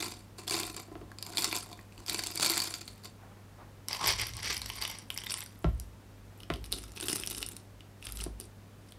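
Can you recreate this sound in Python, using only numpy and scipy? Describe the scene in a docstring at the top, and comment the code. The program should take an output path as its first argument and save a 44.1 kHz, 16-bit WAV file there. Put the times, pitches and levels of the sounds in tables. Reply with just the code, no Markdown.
"""A wooden kitchen table: coffee beans are tipped from a plastic scoop into a steel hand grinder, scooped
afresh from a glass jar, and tipped onto the beans already inside. Each bean pings and strikes the modes
of its vessel; bean on bean gives crisp ticks. Knocks and shifting hands shake the table top.
Room hiss, mains hum and faint rustling lie below."""
import sys
import numpy as np
from scipy import signal
from scipy.fft import rfft, irfft
from scipy.io import wavfile

SR = 44100
rng = np.random.default_rng(int(sys.argv[2]) if len(sys.argv) > 2 else 0)


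def digitize_waveform(pressure):
    """Quantize a signal to 16-bit integers and store it at the path in sys.argv[1].

    Rows of a 2-D input are taken as channels; values are limited to [-1, 1].
    """
    field = np.atleast_2d(pressure).T
    bounded = np.clip(field, -1, 1)
    quanta = np.round(bounded * 32767).astype(np.int16)
    wavfile.write(sys.argv[1], SR, quanta)


N = 396018

# table top: (frequency [Hz], gain [dB], t60 [s])
TABLE_MODES = [(52.5, -7, 0.61), (68.5, -9, 0.52), (109.3, -15, 0.37), (159, -6.5, 0.19), (254, -9, 0.055),
               (336, 0.5, 0.025), (454, -4, 0.0089), (662, -3.5, 0.024), (1060, -13, 0.038),
               (1343, -2.5, 0.016), (1890, 1, 0.008), (2720, 13.5, 0.0016)]
# single impacts: (time [s], level [dB], ping [Hz])
LOUD_BEANS = [(0.0247, -22, 4730), (0.384, -42, 3900), (0.4785, -21.5, 3400), (0.497, -18, 4400),
              (0.5287, -33, 4080), (0.578, -26, 700), (0.58, -26.5, 7600), (0.6327, -24, 3563),
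              (0.7655, -28.5, 7500), (1.1168, -33.5, 1670), (1.186, -31, 4970), (1.2264, -23, 4770),
              (1.2647, -26, 4560), (1.372, -13, 4200), (1.3815, -15, 3470), (1.4218, -16.5, 4590),
              (1.444, -13, 5200), (1.5272, -16.5, 2310), (1.5648, -17, 4620), (1.729, -31.5, 3700),
              (1.7912, -35, 1890), (1.9232, -40, 2560), (1.9782, -38, 2870), (2.063, -28.5, 5000),
              (2.0817, -22.5, 4530), (2.0967, -15.5, 4420), (2.145, -17, 4560), (2.1926, -21.5, 4530),
              (2.2369, -20, 4430), (2.27, -20, 7500), (2.357, -22.5, 9150), (2.375, -19, 4620),
              (2.398, -13.5, 4600), (2.4088, -16, 4600), (2.428, -12, 4600), (2.4467, -15, 4560),
              (2.4605, -20, 4800), (2.4984, -15.5, 4770), (2.5366, -20.5, 4332), (2.578, -12, 4700),
              (2.6023, -16, 4470), (2.6192, -18, 4700), (2.7397, -18, 4810), (2.8783, -30.5, 4300),
              (3.037, -37, 4080), (3.0553, -34, 3660), (3.8846, -18, 5370), (3.9301, -17, 4840),
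              (4.0604, -16.5, 5800), (4.0782, -15, 7660), (4.124, -17.5, 5800), (4.1967, -25, 2340),
              (4.336, -25, 5750), (4.368, -24.5, 9400), (4.5675, -17, 4500), (4.578, -21, 10400),
              (4.6176, -21, 4300), (4.66, -21.5, 5400), (4.692, -28, 11400), (4.7005, -19, 3020),
              (4.815, -23, 9300), (4.823, -16.5, 4630), (4.851, -16.5, 2980), (4.8773, -23, 9610),
              (4.9867, -27, 9600), (5.1032, -19.5, 3070), (5.1625, -29, 2030), (5.176, -16.5, 5450),
              (5.1866, -25, 3100), (5.217, -30, 3070), (5.237, -24.5, 3200), (5.267, -26.5, 2040),
              (5.3065, -18, 5460), (5.341, -20, 3040), (5.4057, -22.5, 7550), (5.4298, -31, 1950),
              (5.4615, -29, 8900), (5.799, -21.5, 10200), (6.4038, -37, 3000), (6.433, -32.5, 3000),
              (6.538, -26, 3150), (6.559, -34.5, 3140), (6.6416, -31, 4040), (6.6564, -38, 9420),
              (6.7204, -23, 9050), (6.7256, -15, 3950), (6.7843, -31.5, 11100), (6.8384, -32, 5050),
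              (6.9192, -37, 7200), (6.9756, -29, 2580), (7.0098, -20, 8500), (7.0834, -15, 3160),
              (7.0895, -24, 9260), (7.0945, -25, 5000), (7.116, -27, 10200), (7.128, -28, 9900),
              (7.152, -23, 10700), (7.1585, -17, 10400), (7.1666, -19, 8750), (7.199, -22, 9100),
              (7.2357, -21.5, 3160), (7.2624, -24, 10100), (7.2733, -18.5, 5760), (7.3007, -22, 9200),
              (7.31, -19, 9180), (7.348, -29, 2870), (7.3817, -21.5, 11090), (7.4282, -17, 2830),
              (7.4635, -23, 9550), (7.4877, -24.5, 9300), (7.5663, -25.5, 9300), (7.8068, -37.5, 2900),
              (8.026, -30, 2745), (8.0527, -31, 9630), (8.0688, -28, 3150), (8.1222, -22.5, 10920),
              (8.172, -27, 7770), (8.203, -29, 2920), (8.2346, -29, 10000), (8.2392, -21.5, 9700),
              (8.4002, -23.5, 9100), (8.4098, -32, 4700), (8.922, -35, 3250)]


def from_db(db):
    """dB to gain."""
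    return 10 ** (np.asarray(db) / 20)


def unit_rms(x):
    """Scale to rms 1."""
    return x / np.sqrt(np.mean(x ** 2) + 1e-20)


def span_gain(spans, column=1):
    """Gain along one dB column of each span; 20 ms edges, silence between."""
    t, gain = np.arange(N) / SR, np.zeros(N)
    for rows in map(np.array, spans):
        gate = np.clip(np.minimum(t - rows[0, 0], rows[-1, 0] - t) / 0.02, 0, 1)
        gain += gate * from_db(np.interp(t, rows[:, 0], rows[:, column]))
    return gain


def ring(clicks, hz, t60_s):
    """One mode: each click starts a decaying sine."""
    r, w = from_db(-60 / (t60_s * SR)), 2 * np.pi * hz / SR
    return signal.lfilter([0, np.sin(w)], [1, -2 * r * np.cos(w), r * r], clicks + 1e-18)


def band(x, low_hz, high_hz):
    """Butterworth band-pass."""
    return signal.sosfilt(signal.butter(2, [low_hz, high_hz], "band", fs=SR, output="sos"), x)


def band_noise(low_hz, high_hz):
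    """Band-passed noise, rms 1."""
    return unit_rms(band(rng.standard_normal(N), low_hz, high_hz))


def room_hiss():
    """Steady noise, strongest in the bass."""
    # (frequency [Hz], relative density [dB])
    spectrum = [(15, -65), (25, -4), (53, 1), (70, -10.5), (105, -9), (170, -7), (256, -8), (335, -12.5),
                (1560, -24), (2990, -29), (16000, -38.5)]
    hz, density_db = np.transpose(spectrum)
    bins_hz = np.maximum(np.fft.rfftfreq(N, 1 / SR), 1)
    colour = from_db(np.interp(np.log(bins_hz), np.log(hz), density_db))
    return from_db(-55) * unit_rms(irfft(rfft(rng.standard_normal(N)) * colour, N))


def mains_hum():
    """Two steady mains harmonics."""
    # (frequency [Hz], rms level [dB])
    harmonics = [(100, -55.5), (200, -68)]
    t = np.arange(N) / SR
    return sum(np.sqrt(2) * from_db(db) * np.sin(2 * np.pi * hz * t) for hz, db in harmonics)


def rustle():
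    """Soft patchy noise, perhaps of sleeves."""
    # per span: (time [s], level [dB])
    spans = [
        [(3.1, -90), (3.236, -55.5), (3.564, -75), (3.594, -53), (3.87, -81)],
        [(5.97, -89), (6.226, -76), (6.396, -70), (6.4, -64)],
    ]
    patches = from_db(2.3 * band_noise(1.5, 22))
    return span_gain(spans) * unit_rms(patches * band_noise(260, 1260))


def kitchen_reverb(x, t60_s=0.22, split_hz=8800):
    """Dense reflections: a noise tail whose treble dies sooner."""
    age = np.arange(SR // 2) / SR
    noise = rng.standard_normal((2, len(age))) * (age > 0.002)
    lows = band(noise[0], 58, split_hz) * from_db(-60 * age / t60_s)
    highs = band(noise[1], split_hz, 20000) * from_db(-60 * age / (0.33 * t60_s))
    tail = lows + 0.5 * highs
    return signal.fftconvolve(x, tail / np.sqrt(np.sum(tail ** 2)))[:N]


def hands():
    """Shifting hands load the table and drive its three lowest modes."""
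    # per span: (time [s], lowest mode [dB], next two modes [dB])
    loads = [
        [(3.95, -76, -72), (4.068, -48, -46.5), (4.672, -49, -56), (4.9, -61, -78)],
        [(6.6, -37, -54), (6.656, -49, -60), (7.472, -58, -67), (7.5, -79, -67)],
        [(8.0, -59, -59), (8.25, -41.5, -62), (8.6, -59, -71)],
    ]
    upper = sum(ring(rng.standard_normal(N), hz, t60_s=0.17) for hz, _, _ in TABLE_MODES[1:3])
    lowest = ring(rng.standard_normal(N), TABLE_MODES[0][0], t60_s=0.87)
    return span_gain(loads) * unit_rms(lowest) + span_gain(loads, column=2) * unit_rms(upper)


def knocks(boom_below_hz=200, boom_lag_s=0.0042, rattle_s=0.016):
    """Blows ring the table modes and rattle briefly; harder contacts reach higher."""
    # (time [s], level [dB], hardness corner [Hz], boom gain [dB])
    blows = [(0.882, -37, 497.6, -20), (0.916, -34.5, 600, -18), (0.954, -33.5, 1190, -16),
             (1.014, -35, 800, -22), (5.644, -16.5, 930, -1.5), (6.502, -22.5, 2460, -8.5),
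             (8.263, -26.5, 589.9, -15)]
    out, fade = np.zeros(N), np.exp(-1 / (rattle_s * SR))
    for hz, mode_db, t60_s in TABLE_MODES:
        clicks, is_boom = np.zeros(N), hz < boom_below_hz
        for time_s, level_db, corner_hz, boom_db in blows:
            at = round((time_s + boom_lag_s * is_boom) * SR)
            clicks[at] = from_db(level_db + mode_db + boom_db * is_boom) / (1 + (hz / corner_hz) ** 2)
        rattle = 0.027 * signal.lfilter([1], [1, -fade], clicks) * rng.standard_normal(N)
        drive = clicks if is_boom else clicks + rattle
        out = ring(drive, hz, t60_s) - out  # neighbouring modes oppose each other
    return out


def landing(clicks, touch_s=0.0015):
    """A rough bean lands on several points: each click becomes a noise burst."""
    fade = np.exp(-1 / (touch_s * SR))
    envelope = signal.lfilter([np.sqrt(1 - fade ** 2)], [1, -fade], clicks + 1e-18)
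    return envelope * rng.standard_normal(len(clicks))


def scoop_flow(swell_db=16.5, decay_db=32):
    """Each tilt, shake or dig releases a surge of small beans. Returns bright and dull gains."""
    # (start [s], swell [s], decay [s], bright peak [dB], dull peak [dB])
    surges = [(0.0, 0.00057, 0.23, -36, -44), (0.377, 0.011, 0.1, -48.5, -54.5),
              (0.469, 0.039, 0.32, -32, -40), (0.763, 0.007, 0.093, -42.5, -46), (.86, 0.027, 1, -74, -60),
              (1.2, 0.13, 0.21, -46, -49.5), (1.368, 0.017, 0.25, -32, -44), (1.51, 0.051, 0.13, -37, -49),
              (1.64, 0.036, 0.25, -55, -55), (1.9, 0.1, 0.12, -59.5, -60), (2.059, 0.017, 0.76, -40, -52),
              (2.38, 0.062, 0.52, -31.5, -45.5), (2.46, 0.11, 0.25, -51, -54),
              (3.03, 0.018, 0.038, -48, -56.5), (3.877, 0.034, 0.22, -41.5, -47.5),
              (3.985, 0.033, 0.17, -38, -34), (4.029, 0.036, 0.13, -27.5, -44),
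              (4.174, 0.019, 0.16, -33, -52), (4.32, 0.067, .1, -45.5, -53.5),
              (4.419, 0.027, 0.21, -34.5, -58), (4.49, 0.026, 0.068, -33, -64),
              (4.6, 0.028, 0.48, -49, -81), (4.72, 0.047, 0.17, -44, -54), (4.8, 0.04, 0.27, -41.5, -51.5),
              (5.095, 0.011, 0.88, -53, -64), (5.2, .13, 0.17, -37, -50), (6.37, 0.029, 0.069, -55.5, -64),
              (6.5, 0.023, 0.16, -59, -43), (6.635, 0.019, 0.035, -50.5, -64),
              (6.705, 0.013, 0.32, -46.5, -48.5), (6.94, 0.073, 0.18, -41, -47.5),
              (7.075, 0.012, 0.26, -36, -41), (7.23, 0.076, 0.31, -40.5, -45),
              (7.45, 0.042, 0.15, -52, -52), (8.01, 0.056, 0.1, -46, -58), (8.12, 0.097, 0.065, -45, -49.5),
              (8.39, 0.04, 0.046, -51, -47), (8.86, 0.04, 0.032, -60, -70)]
    power = np.zeros((2, N))
    for start_s, swell_s, decay_s, bright_db, dull_db in surges:
        at = round(start_s * SR)
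        length = min(round((swell_s + 2 * decay_s) * SR), N - at)
        age = np.arange(length) / SR - swell_s  # 0 at the peak
        loss_db = np.where(age < 0, -swell_db * age / swell_s, decay_db * np.abs(age / decay_s) ** 1.41)
        power[:, at:at + length] += from_db([bright_db - loss_db, dull_db - loss_db]) ** 2
    return np.sqrt(power)


def vessel(loud, ping_hz, bright, dull, modes, reach_oct=0.81, spread_db=4):
    """Loud beans strike the modes near their ping; small ones strike each mode with random strength."""
    out, hit = np.zeros(len(loud)), np.flatnonzero(loud + bright + dull)
    for hz, width_hz, gain_db in modes:
        small = dull if hz < 1300 else bright
        blows = small * from_db(spread_db * rng.standard_normal(len(loud)))
        blows[hit] += loud[hit] / (1 + (np.log2(hz / ping_hz[hit]) / reach_oct) ** 2)
        out += from_db(gain_db) * ring(landing(blows), hz, np.log(1000) / (np.pi * width_hz))
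    return out


def bean_ticks(clicks, edge_ratio=1.1):
    """Bean on bean: each tick falls in one of four treble bands."""
    centres_hz = [7410, 8900, 10140, 12200]
    choice = rng.integers(0, len(centres_hz), N)
    return sum(band(clicks * (choice == k) + 1e-18, hz / edge_ratio, hz * edge_ratio)
               for k, hz in enumerate(centres_hz))


def small_pings(clicks, centre_hz, t60_cycles=29.5):
    """Each small bean rings at one of eight pitches, loudest near the centre."""
    out, choice = np.zeros(len(clicks)), rng.integers(0, 8, len(clicks))
    for k, hz in enumerate(np.geomspace(1500, 12000, 8)):
        weight = 1 / (1 + np.log2(hz / centre_hz) ** 2)
        out += weight * ring(landing(clicks * (choice == k)), hz, t60_cycles / hz)
    return out


def loud_pings(attack_s=0.00027):
    """A dry bean cracks on contact and rings for a few milliseconds."""
    pings, cracks = np.zeros((2, N))
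    age = np.arange(round(0.02 * SR)) / SR
    attack = 1 - np.exp(-age / attack_s)
    for time_s, level_db, hz in LOUD_BEANS:
        at, t60_s = round(time_s * SR), 48 / (hz + 3000)
        ping = attack * from_db(level_db - 1 - 60 * age / t60_s) * np.sin(2 * np.pi * hz * age)
        pings[at:at + len(age)] += ping[:N - at]
        cracks[at] = from_db(level_db + 2) * (hz / 8000) ** 0.3  # higher ping, harder contact
    bursts = signal.lfilter([1], [1, -0.85], cracks + 1e-18) * rng.standard_normal(N)
    return pings + band(bursts, 7300, 13000)


def beans(ticks_per_s=170):
    """Loud beans and a clumped stream of small ones strike the grinder, the jar and each other."""
    # vessel modes: (frequency [Hz], width [Hz], gain [dB])
    empty_grinder = [(331, 57, 1), (725, 54, -5), (1030, 88, 0), (1399, 87, -11), (2370, 160, -5.5),
                     (3500, 510, -6), (4290, 560, -0.5), (4570, 350, 3), (7200, 560, 2), (7700, 3000, 12.5)]
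    jar = [(853, 35, -16), (1040, 102, -4), (2120, 430, -1), (3170, 280, -5.5), (4820, 960, 4.5),
           (5690, 180, -7), (8100, 1700, -6)]
    filled_grinder = [(276, 52, -7.5), (367, 52, -6), (1350, 170, -9.5), (2850, 480, -1.5),
                      (3720, 900, 1.5), (5260, 1430, 7.5), (9350, 840, 4), (10700, 1100, -4)]
    # first pour, digging in, lifting out, second pour:
    # (start [s], end [s], ping gain [dB], ping centre [Hz], base rate [1/s], spread [dB], tick gain [dB])
    stages = [(0, 3.3, 4, 6000, 450, 2, 8), (3.3, 5.05, -6, 4500, 2500, 4.0, 8.5),
              (5.05, 5.9, -1.5, 3980, 330, 4, 13.5), (5.9, 9, -9, 5000, 270, 4.5, 10)]
    out, loud, ping_hz, ticks = np.zeros((4, N))
    for time_s, level_db, hz in LOUD_BEANS:
        at = round(time_s * SR)
        loud[at], ping_hz[at] = from_db(level_db - 7), hz
    bright_flow, dull_flow = scoop_flow()
    size = np.minimum(rng.exponential(1, N), 2.6)
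    clumping = from_db(4 * band_noise(9.1, 60))
    chance = rng.random(N)
    collides = rng.random(N) < ticks_per_s * clumping / SR
    collisions = collides * from_db(5.6 * size + 5) * bright_flow ** 0.87
    for stage, modes in zip(stages, [empty_grinder, jar, jar, filled_grinder]):
        start_s, end_s, ping_db, centre_hz, beans_per_s, spread_db, tick_db = stage
        now = slice(round(start_s * SR), round(end_s * SR))
        lands = chance[now] < beans_per_s * clumping[now] / SR
        small = lands * from_db(spread_db * size[now]) / np.sqrt(beans_per_s / 500)
        bright, dull = small * bright_flow[now], small * dull_flow[now]
        out[now] += vessel(loud[now], ping_hz[now], 0.32 * bright, 0.4 * dull, modes)
        out[now] += from_db(ping_db) * small_pings(bright, centre_hz)
        ticks[now] = from_db(tick_db) * collisions[now]
    out += loud_pings() + bean_ticks(ticks)
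    return band(out, 117, 20000)  # beans are too light to move deep bass


def scene(reverb_db=-10.5, dip_hz=6750, dip_width_hz=480):
    """Beans and table in the kitchen, over the background."""
    near = beans() + knocks() + hands()
    near += from_db(reverb_db) * kitchen_reverb(near)
    # narrow treble dip, perhaps a reflection off the table
    near -= 0.61 * signal.lfilter(*signal.iirpeak(dip_hz, dip_hz / dip_width_hz, fs=SR), near)
    return (near + room_hiss() + mains_hum() + rustle())[None]


def record(dry, low_cut_hz=38, stopband_hz=16600):
    """The microphone drops the deepest bass; the top is cut."""
    lean = signal.sosfilt(signal.butter(4, low_cut_hz, "high", fs=SR, output="sos"), dry)
    return signal.sosfilt(signal.cheby2(12, 60, stopband_hz, fs=SR, output="sos"), lean)


dry = scene()
out = record(dry)
digitize_waveform(out)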